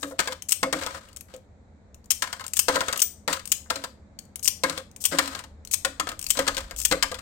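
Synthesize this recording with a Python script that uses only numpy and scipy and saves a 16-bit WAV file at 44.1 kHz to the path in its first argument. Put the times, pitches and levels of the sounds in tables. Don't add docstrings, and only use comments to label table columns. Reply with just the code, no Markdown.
import sys
import numpy as np
from scipy import signal
from scipy.fft import rfft, irfft, next_fast_len
from scipy.io import wavfile
from scipy.ndimage import uniform_filter1d

SR = 44100
rng = np.random.default_rng(int(sys.argv[2]) if len(sys.argv) > 2 else 0)


def pcm_store(signal):
    levels = np.round(np.clip(np.atleast_2d(signal), -1, 1) * 32767)
    wavfile.write(sys.argv[1], SR, levels.astype(np.int16).T)


N = 317961
SIZE = next_fast_len(N + SR)
HZ = np.maximum(np.arange(SIZE // 2 + 1) * SR / SIZE, 1)
TIME, SPAN = np.arange(N) / SR, np.arange(8192) / SR

# frequency in Hz, relative level in dB, T60 in seconds.
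WALL_MODES = [(738, -10, 0.018), (837, -14, 0.036), (1013, -4, 0.034), (1155, 0.5, 0.016),
              (1284.6, 2.5, 0.018), (1453, 0, 0.019), (1628, 2, 0.015), (1847, 1.5, 0.011),
              (2013, 0, 0.0097), (2140, -8, 0.033)]
# frequency in Hz, relative level in dB, T60 in seconds.
HIGH_AIR_MODES = [(428, -13.5, 0.15), (534.8, 14.5, 0.07), (605, -11.5, .08), (631.7, 3, 0.086)]
# frequency in Hz, relative density in dB.
CLICK_SPECTRUM = [(1350, -18.5), (2300, -4), (4620, -2), (5750, -7.5), (8160, -3), (10400, -16),
                  (11700, -16), (16000, -20)]


def glass_fracture():
    # start in seconds, level in dB, shard pitch in Hz.
    cracks = [(0.4222, -20, 6430), (0.488, -19.5, 7100), (.492, -12, 7600), (0.5095, -14.5, 8500),
              (1.087, -39, 2900), (1.13, -38, 4640), (1.163, -25.5, 7430), (1.17, -23.5, 6630),
              (1.209, -25.5, 11600), (1.363, -35.5, 7600), (1.945, -35, 6860), (2.0425, -44, 4540),
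              (2.058, -40, 7150), (2.1036, -22, 5630), (2.1168, -4, 9180), (2.4655, -19.5, 7580),
              (2.4803, -22.5, 8700), (2.5352, -11.5, 7700), (2.562, -22, 8420), (2.5684, -7.5, 8350),
              (2.573, -11, 7410), (2.5917, 2, 8700), (2.9762, -13, 11500), (2.994, -14.5, 2880),
              (3.0013, -11, 7500), (3.0267, -10.5, 8250), (3.4555, -20.5, 8000), (3.475, -19.5, 8450),
              (3.498, -38, 8800), (4.1891, -23, 4460), (4.253, -45, 7000), (4.358, -18, 11150),
              (4.3943, -29, 6630), (4.428, -27, 8500), (4.4565, -13, 8600), (4.914, -40.5, 6440),
              (4.9627, -25, 8300), (5.012, -31, 10300), (5.0399, -12.5, 8200), (5.052, -10.5, 3030),
              (5.65, -28, 5960), (5.674, -27.5, 4280), (5.713, -17.5, 10100), (6.1927, -18.5, 8400),
              (6.214, -20.5, 9500), (6.2269, -20, 8400), (6.2424, -19, 7200), (6.2657, -14, 4500),
              (6.2856, -40, 7900), (6.2967, -20, 7900), (6.763, -22.5, 7650), (6.788, -17, 7800),
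              (6.801, -14.5, 7900), (6.816, -15, 7400), (6.8324, -37, 7950), (6.85, -6, 6280)]
    # start in seconds, level in dB, shard pitch in Hz,
    # length of the grinding before it in ms, grinding level in dB.
    snaps = [(0.521, 0.5, 8460, 35, -25), (2.1059, -1.5, 5500, 3, -29.5), (2.5923, -1.5, 8470, 35, -29),
             (3.0186, 0.5, 5990, 53, -33), (3.5185, 0.5, 6750, 33, -36.5), (4.4767, 0.5, 5780, 49, -20.5),
             (5.0542, -1, 8060, 50, -28), (5.7371, -2, 6540, 26, -21.5), (6.3042, -.5, 7720, 20, -32),
             (6.8521, -1, 8000, 83, -28)]
    # frequency in Hz, relative density in dB.
    spectrum = [(700, -40), (1700, -21.5), (2400, -14.5), (3000, -13), (4300, -11.5), (5700, -5),
                (8200, -1.5), (9400, -3.5), (10400, -14.5), (11700, -7.5), (16000, -12)]
    breaks = [(s, db, hz, 4.1) for s, db, hz in cracks]
    breaks += [(s, db, hz, 3.23) for s, db, hz, *_ in snaps]
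    breaks += [(s + 0.0045, db - 3, 8330, 4.1) for s, db, *_ in snaps]
    crackle, clink, clack = np.zeros((3, 2, N))
    for s, db, hz, decay_ms in breaks:
        burst = rattle(decay_ms, blow_db=-4)
        grit = amp(-14) * rattle(12.7, blow_db=-32.5)
        add(crackle, s, amp(db) * (burst + grit))
        jaw_gain = amp(rng.normal(-11, 3))
        steel_jaws = jaw_gain * ping(hz=rng.normal(2950, 200), t60=.008)
        add(clink, s, amp(db) * (ping(hz, t60=.013) + steel_jaws))
        add(clack, s, amp(-38.5 + 0.75 * db) * rattle(decay_ms))
    crackle += grinding(snaps)
    return (amp(-6) * colour(crackle, unit(amp(over_hz(spectrum))))
            + amp(-1.5) * colour(clink, low_cut(hz=2500)) + amp(4.5) * ring(clack, WALL_MODES))


def grinding(snaps):
    spells = [(s - ms / 1000, s, db, db) for s, _, _, ms, db in snaps]
    opening_sizzle = (-4, 0.13, -23, -40)
    return colour(grains(spells + [opening_sizzle], lump_db=3.5, rate_hz=450), low_cut(hz=5000))


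def ringing_shard():
    # start in seconds, frequency in Hz, level in dB, T60 in seconds.
    notes = [(3.022, 15014, -13, .14), (3.327, 15014, -32, .1)]
    sound = np.zeros(N)
    for s, hz, db, t60 in notes:
        age = np.maximum(TIME - s, 0)
        envelope = (1 - np.exp(-age / 0.002)) * 1000. ** (-age / t60)
        sound += amp(db) * envelope * np.sin(2 * np.pi * hz * TIME)
    return sound


def jug_knocks(contact_ms=9):
    # start in seconds, then levels in dB of click, wall, deep boom and high boom.
    knocks = [(0.0298, -19.5, -25, -24.5, -24), (0.1094, -43, -40, -45, -28.5),
              (0.191, -10, -14.5, -46, -45), (.2004, -13, -28, -39, -32), (0.2743, -18, -25.5, -43, -24),
              (0.3223, -22, -33.5, -58, -36.5), (.63, -12.5, -16.5, -16, -12), (.727, -12.5, -19, -19, -16),
              (.8135, -38, -36, -56, -27), (0.835, -23.5, -34, -40, -27.5), (.864, -18, -26.5, -46, -25),
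              (.9453, -32.5, -35, -43, -35), (1.3393, -35, -60, -48.5, -30.5),
              (2.2222, -11, -19.5, -46, -30), (2.2384, -23, -31, -56, -54),
              (2.2732, -30, -32, -56.5, -51.5), (2.3287, -19, -30, -60, -43), (2.396, -31, -36, -58.5, -51),
              (2.408, -28.5, -34.5, -58, -45), (2.4403, -29.5, -36, -62.5, -47.5),
              (2.6836, -9, -14, -21, -10.5), (2.757, -14, -17, -21, -15), (2.807, -15, -18.5, -44, -20),
              (2.8836, -16.5, -20, -51, -25.5), (2.9271, -13, -24.5, -57, -27.5),
              (2.9598, -23, -30.5, -48, -31.5), (3.278, -14, -16.5, -27, -15.5),
              (3.328, -11, -29, -44, -29.5), (3.3939, -29, -42, -44, -59), (3.659, -53, -48, -62, -60),
              (3.702, -13, -18.5, -42, -22.5), (3.7576, -20.5, -32.5, -37, -29),
              (3.8392, -19, -29, -53, -34), (4.6359, -10, -14, -20.5, -19), (4.6974, -17, -27, -29.5, -29),
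              (4.726, -36.5, -47, -45.5, -51), (4.776, -19.5, -34, -51, -30), (5.1226, -25, -26, -17, -18),
              (5.1861, -5, -14, -21.5, -24.5), (5.257, -25, -37, -33.5, -39),
              (5.2756, -20.5, -33, -61, -45), (5.3497, -22.5, -30.5, -49, -27.5),
              (5.3913, -26, -37, -48, -51), (5.439, -32.5, -43, -46, -46), (5.8487, -10, -21.5, -30.5, -22),
              (5.9978, -12.5, -18.5, -28.5, -32), (6.071, -25.5, -27.5, -59, -36.5),
              (6.0898, -19, -33, -53, -41), (6.117, -27, -32.5, -40, -37.5), (6.3714, -17.5, -39, -24, -30),
              (6.3904, -11.5, -19, -28, -13.5), (6.4676, -22, -26, -25.5, -33), (6.4777, -9, -19, -33, -21),
              (6.5463, -25, -46, -46, -51), (6.5684, -16.5, -27.5, -53, -26),
              (6.5798, -18, -30.5, -54, -39), (6.604, -27.5, -37, -56, -42.5), (6.7106, -26, -36, -52, -33),
              (6.9129, -11, -21, -19, -23), (6.9231, -10.5, -19, -34, -11), (7.026, -5, -15.5, -36, -28),
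              (7.1153, -23, -28.5, -57, -24.5), (7.1434, -24, -36, -48, -50), (7.1872, -29, -37, -53, -50)]
    # frequency in Hz, relative level in dB, T60 in seconds.
    deep_air_modes = [(162.5, -10, 0.18), (268, -5, 0.17), (275.8, 1, 0.29), (314.7, -2, 0.21),
                      (334, 0, 0.034)]
    click, jug = np.zeros((2, 2, N))
    for s, click_db, wall_db, deep_db, high_db in knocks:
        add(click, s, amp(click_db) * rattle(contact_ms))
        impact = rattle(1.85 * contact_ms, blow_db=17, correlation=.8)
        add(jug, s, amp(wall_db) * ring(impact, struck(WALL_MODES)))
        flex = np.exp(-SPAN / 0.00013) * rng.choice([-1, 1])
        push = flex + amp(-12) * rattle(4.24 * contact_ms, blow_db=-27.5)[:1]
        add(jug, s, amp(deep_db) * ring(push, struck(deep_air_modes)))
        add(jug, s, amp(high_db) * ring(push, struck(HIGH_AIR_MODES)))
    return jug + amp(-3.5) * colour(click, unit(amp(over_hz(CLICK_SPECTRUM))))


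def skitter(fade_db_per_s=48.5):
    # start in seconds, length in seconds, initial level in dB.
    slides = [(0.002, 0.21, -55), (0.185, 0.15, -34.5), (0.747, 0.25, -30.5), (1.009, .14, -50),
              (1.284, 0.097, -48.5), (2.247, 0.24, -43), (2.69, 0.26, -27), (3.289, 0.085, -28),
              (3.699, 0.18, -36.5), (4.647, 0.16, -31.5), (5.112, 0.31, -27.5), (5.863, 0.48, -51),
              (6.351, 0.4, -32.5), (6.91, 0.5, -40.5)]
    spells = [(s, s + length, db, db - fade_db_per_s * length) for s, length, db in slides]
    patter = grains(spells, lump_db=3, rate_hz=160)
    clicks = amp(-4) * colour(patter, unit(amp(over_hz(CLICK_SPECTRUM))))
    return clicks + amp(-4.5) * ring(patter, WALL_MODES) + amp(-14) * ring(patter[:1], HIGH_AIR_MODES)


def room(x, build_up_s=0.00043):
    # frequency in Hz, T60 in seconds.
    decay_times = [(200, 0.17), (1000, 0.28), (4000, 0.3), (9000, 0.39), (16000, 0.08)]
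    # frequency in Hz, relative reverberant level in dB.
    levels = [(200, -24.5), (1000, -12), (4000, -10), (9000, -16), (16000, -6)]
    t = np.arange(SR // 2) / SR
    tail = 0
    for hz in 180 * 2. ** np.arange(7):
        octave = signal.butter(2, [hz / np.sqrt(2), hz * np.sqrt(2)], "band", fs=SR, output="sos")
        band = signal.sosfilt(octave, rng.standard_normal((2, len(t))))
        t60 = over_hz(decay_times, hz)
        envelope = 1000. ** (-t / t60) * (1 - np.exp(-t / build_up_s))
        energy_norm = np.sqrt(np.log(1e6) / (t60 * SR))
        tail += band * envelope * energy_norm * amp(over_hz(levels, hz))
    return signal.fftconvolve(x[None], tail, axes=1)[:, :N]


def hum():
    # frequency in Hz, relative density in dB.
    spectrum = [(15, -40.5), (40, -20), (78, -0.5), (120, -14.5), (175, -14.5), (203, -8.5), (235, -14),
                (350, -23), (550, -20.5), (1200, -32.5), (2200, -36), (2900, -50.5), (3900, -42),
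                (5200, -51), (7500, -45), (10000, -68), (16000, -89)]
    # frequency in Hz, correlation between the ports.
    coherence = [(60, .95), (290, .85), (640, .5), (1410, 0)]
    alike = over_hz(coherence)
    noise = rng.standard_normal((3, N))
    mid, side = colour(noise[:2], amp(over_hz(spectrum)) * np.sqrt([1 + alike, 1 - alike]))
    tone = unit(np.array([mid + side, mid - side])) * amp(-51.5 + walk(rate_hz=0.42))
    rumble = unit(colour(noise[2], bell_curve(hz=49, width_hz=39)))
    rumble_db = np.interp(TIME, [4.998, 6.2, 6.6, 7.21], [-63, -52, -43.5, -46.5])
    return tone + rumble * amp(rumble_db)


def rattle(decay_ms, blow_db=6, correlation=0.45):
    near, other = rng.standard_normal((2, len(SPAN)))
    far = correlation * near + np.sqrt(1 - correlation ** 2) * other
    lumps = amp(-2 * np.repeat(rng.standard_normal(len(SPAN) // 64), 64))
    fade = np.exp(-(SPAN * 1000 / decay_ms) ** 1.5)
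    blow = amp(blow_db) * np.exp(-SPAN * 1000 / 0.091)
    sound = np.array([near, far]) * (lumps * fade + blow)
    return sound * np.linalg.norm(fade) / np.linalg.norm(sound[0])


def grains(spells, lump_db, rate_hz):
    level = sum((TIME > start) * (TIME < end) * amp(np.interp(TIME, [start, end], [first_db, last_db]))
                for start, end, first_db, last_db in spells)
    return uniform_filter1d(level, size=60) * amp(lump_db * walk(rate_hz)) * rng.standard_normal((2, N))


def struck(modes):
    return [(hz * rng.normal(1, .015), rng.normal(db, 2.5), t60) for hz, db, t60 in modes]


def ring(x, modes):
    response = sum((-1) ** k * amp(db) * ping(hz, max(t60, .01)) for k, (hz, db, t60) in enumerate(modes))
    return signal.fftconvolve(x, response[None] / np.linalg.norm(response), axes=1)[:, :x.shape[1]]


def ping(hz, t60):
    return np.sin(2 * np.pi * hz * SPAN) * np.exp(-np.log(1000) * SPAN / t60)


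def walk(rate_hz):
    hold = int(SR / rate_hz)
    steps = np.repeat(rng.standard_normal(N // hold + 1), hold)
    return unit(uniform_filter1d(uniform_filter1d(steps, hold), hold)[:N])


def add(track, s, sound):
    at = int(s * SR)
    track[..., at:at + len(SPAN)] += sound[..., :N - at]


def amp(db):
    return 10 ** (np.asarray(db, float) / 20)


def unit(x):
    return x / np.sqrt(np.mean(x ** 2))


def over_hz(table, hz=HZ):
    freqs, values = np.transpose(table)
    return np.interp(np.log(hz), np.log(freqs), values)


def colour(x, gain):
    return irfft(rfft(x, SIZE) * gain, SIZE)[..., :N]


def low_cut(hz):
    return np.minimum(HZ / hz, 1) ** 2


def bell_curve(hz, width_hz):
    return np.exp(-((HZ - hz) / width_hz) ** 2)


def scene():
    # frequency in Hz, phase lag of the far port in radians.
    phase_lag = [(0, 0), (300, .3), (700, .7), (1550, 1.8), (3010, 1.2), (4500, 3.2), (6800, -.5),
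                 (8180, 2.4), (9560, 10.1), (16500, 14)]
    # frequency in Hz, attenuation of the far port in dB.
    shadow = [(60, 0), (110, 12.5), (200, -3), (380, 5), (700, -1), (1290, 5), (2380, 8.5), (4400, 10.5),
              (8120, 17.5), (15000, 10)]
    near, far = glass_fracture() + ringing_shard() + jug_knocks() + skitter()
    lag = np.interp(HZ, *np.transpose(phase_lag))
    far = colour(far, np.exp(-1j * lag))
    left, right = np.array([near, far]) + room(near)
    return np.array([left, colour(right, amp(-over_hz(shadow)))]) + hum()


def record(dry):
    notched = colour(dry, amp(-9.5 * bell_curve(hz=10340, width_hz=210)))
    low_pass = signal.ellip(10, .2, 70, 15900, fs=SR, output="sos")
    return .86 * signal.sosfilt(low_pass, np.tanh(1.1 * notched))


dry = scene()
out = record(dry)
pcm_store(out)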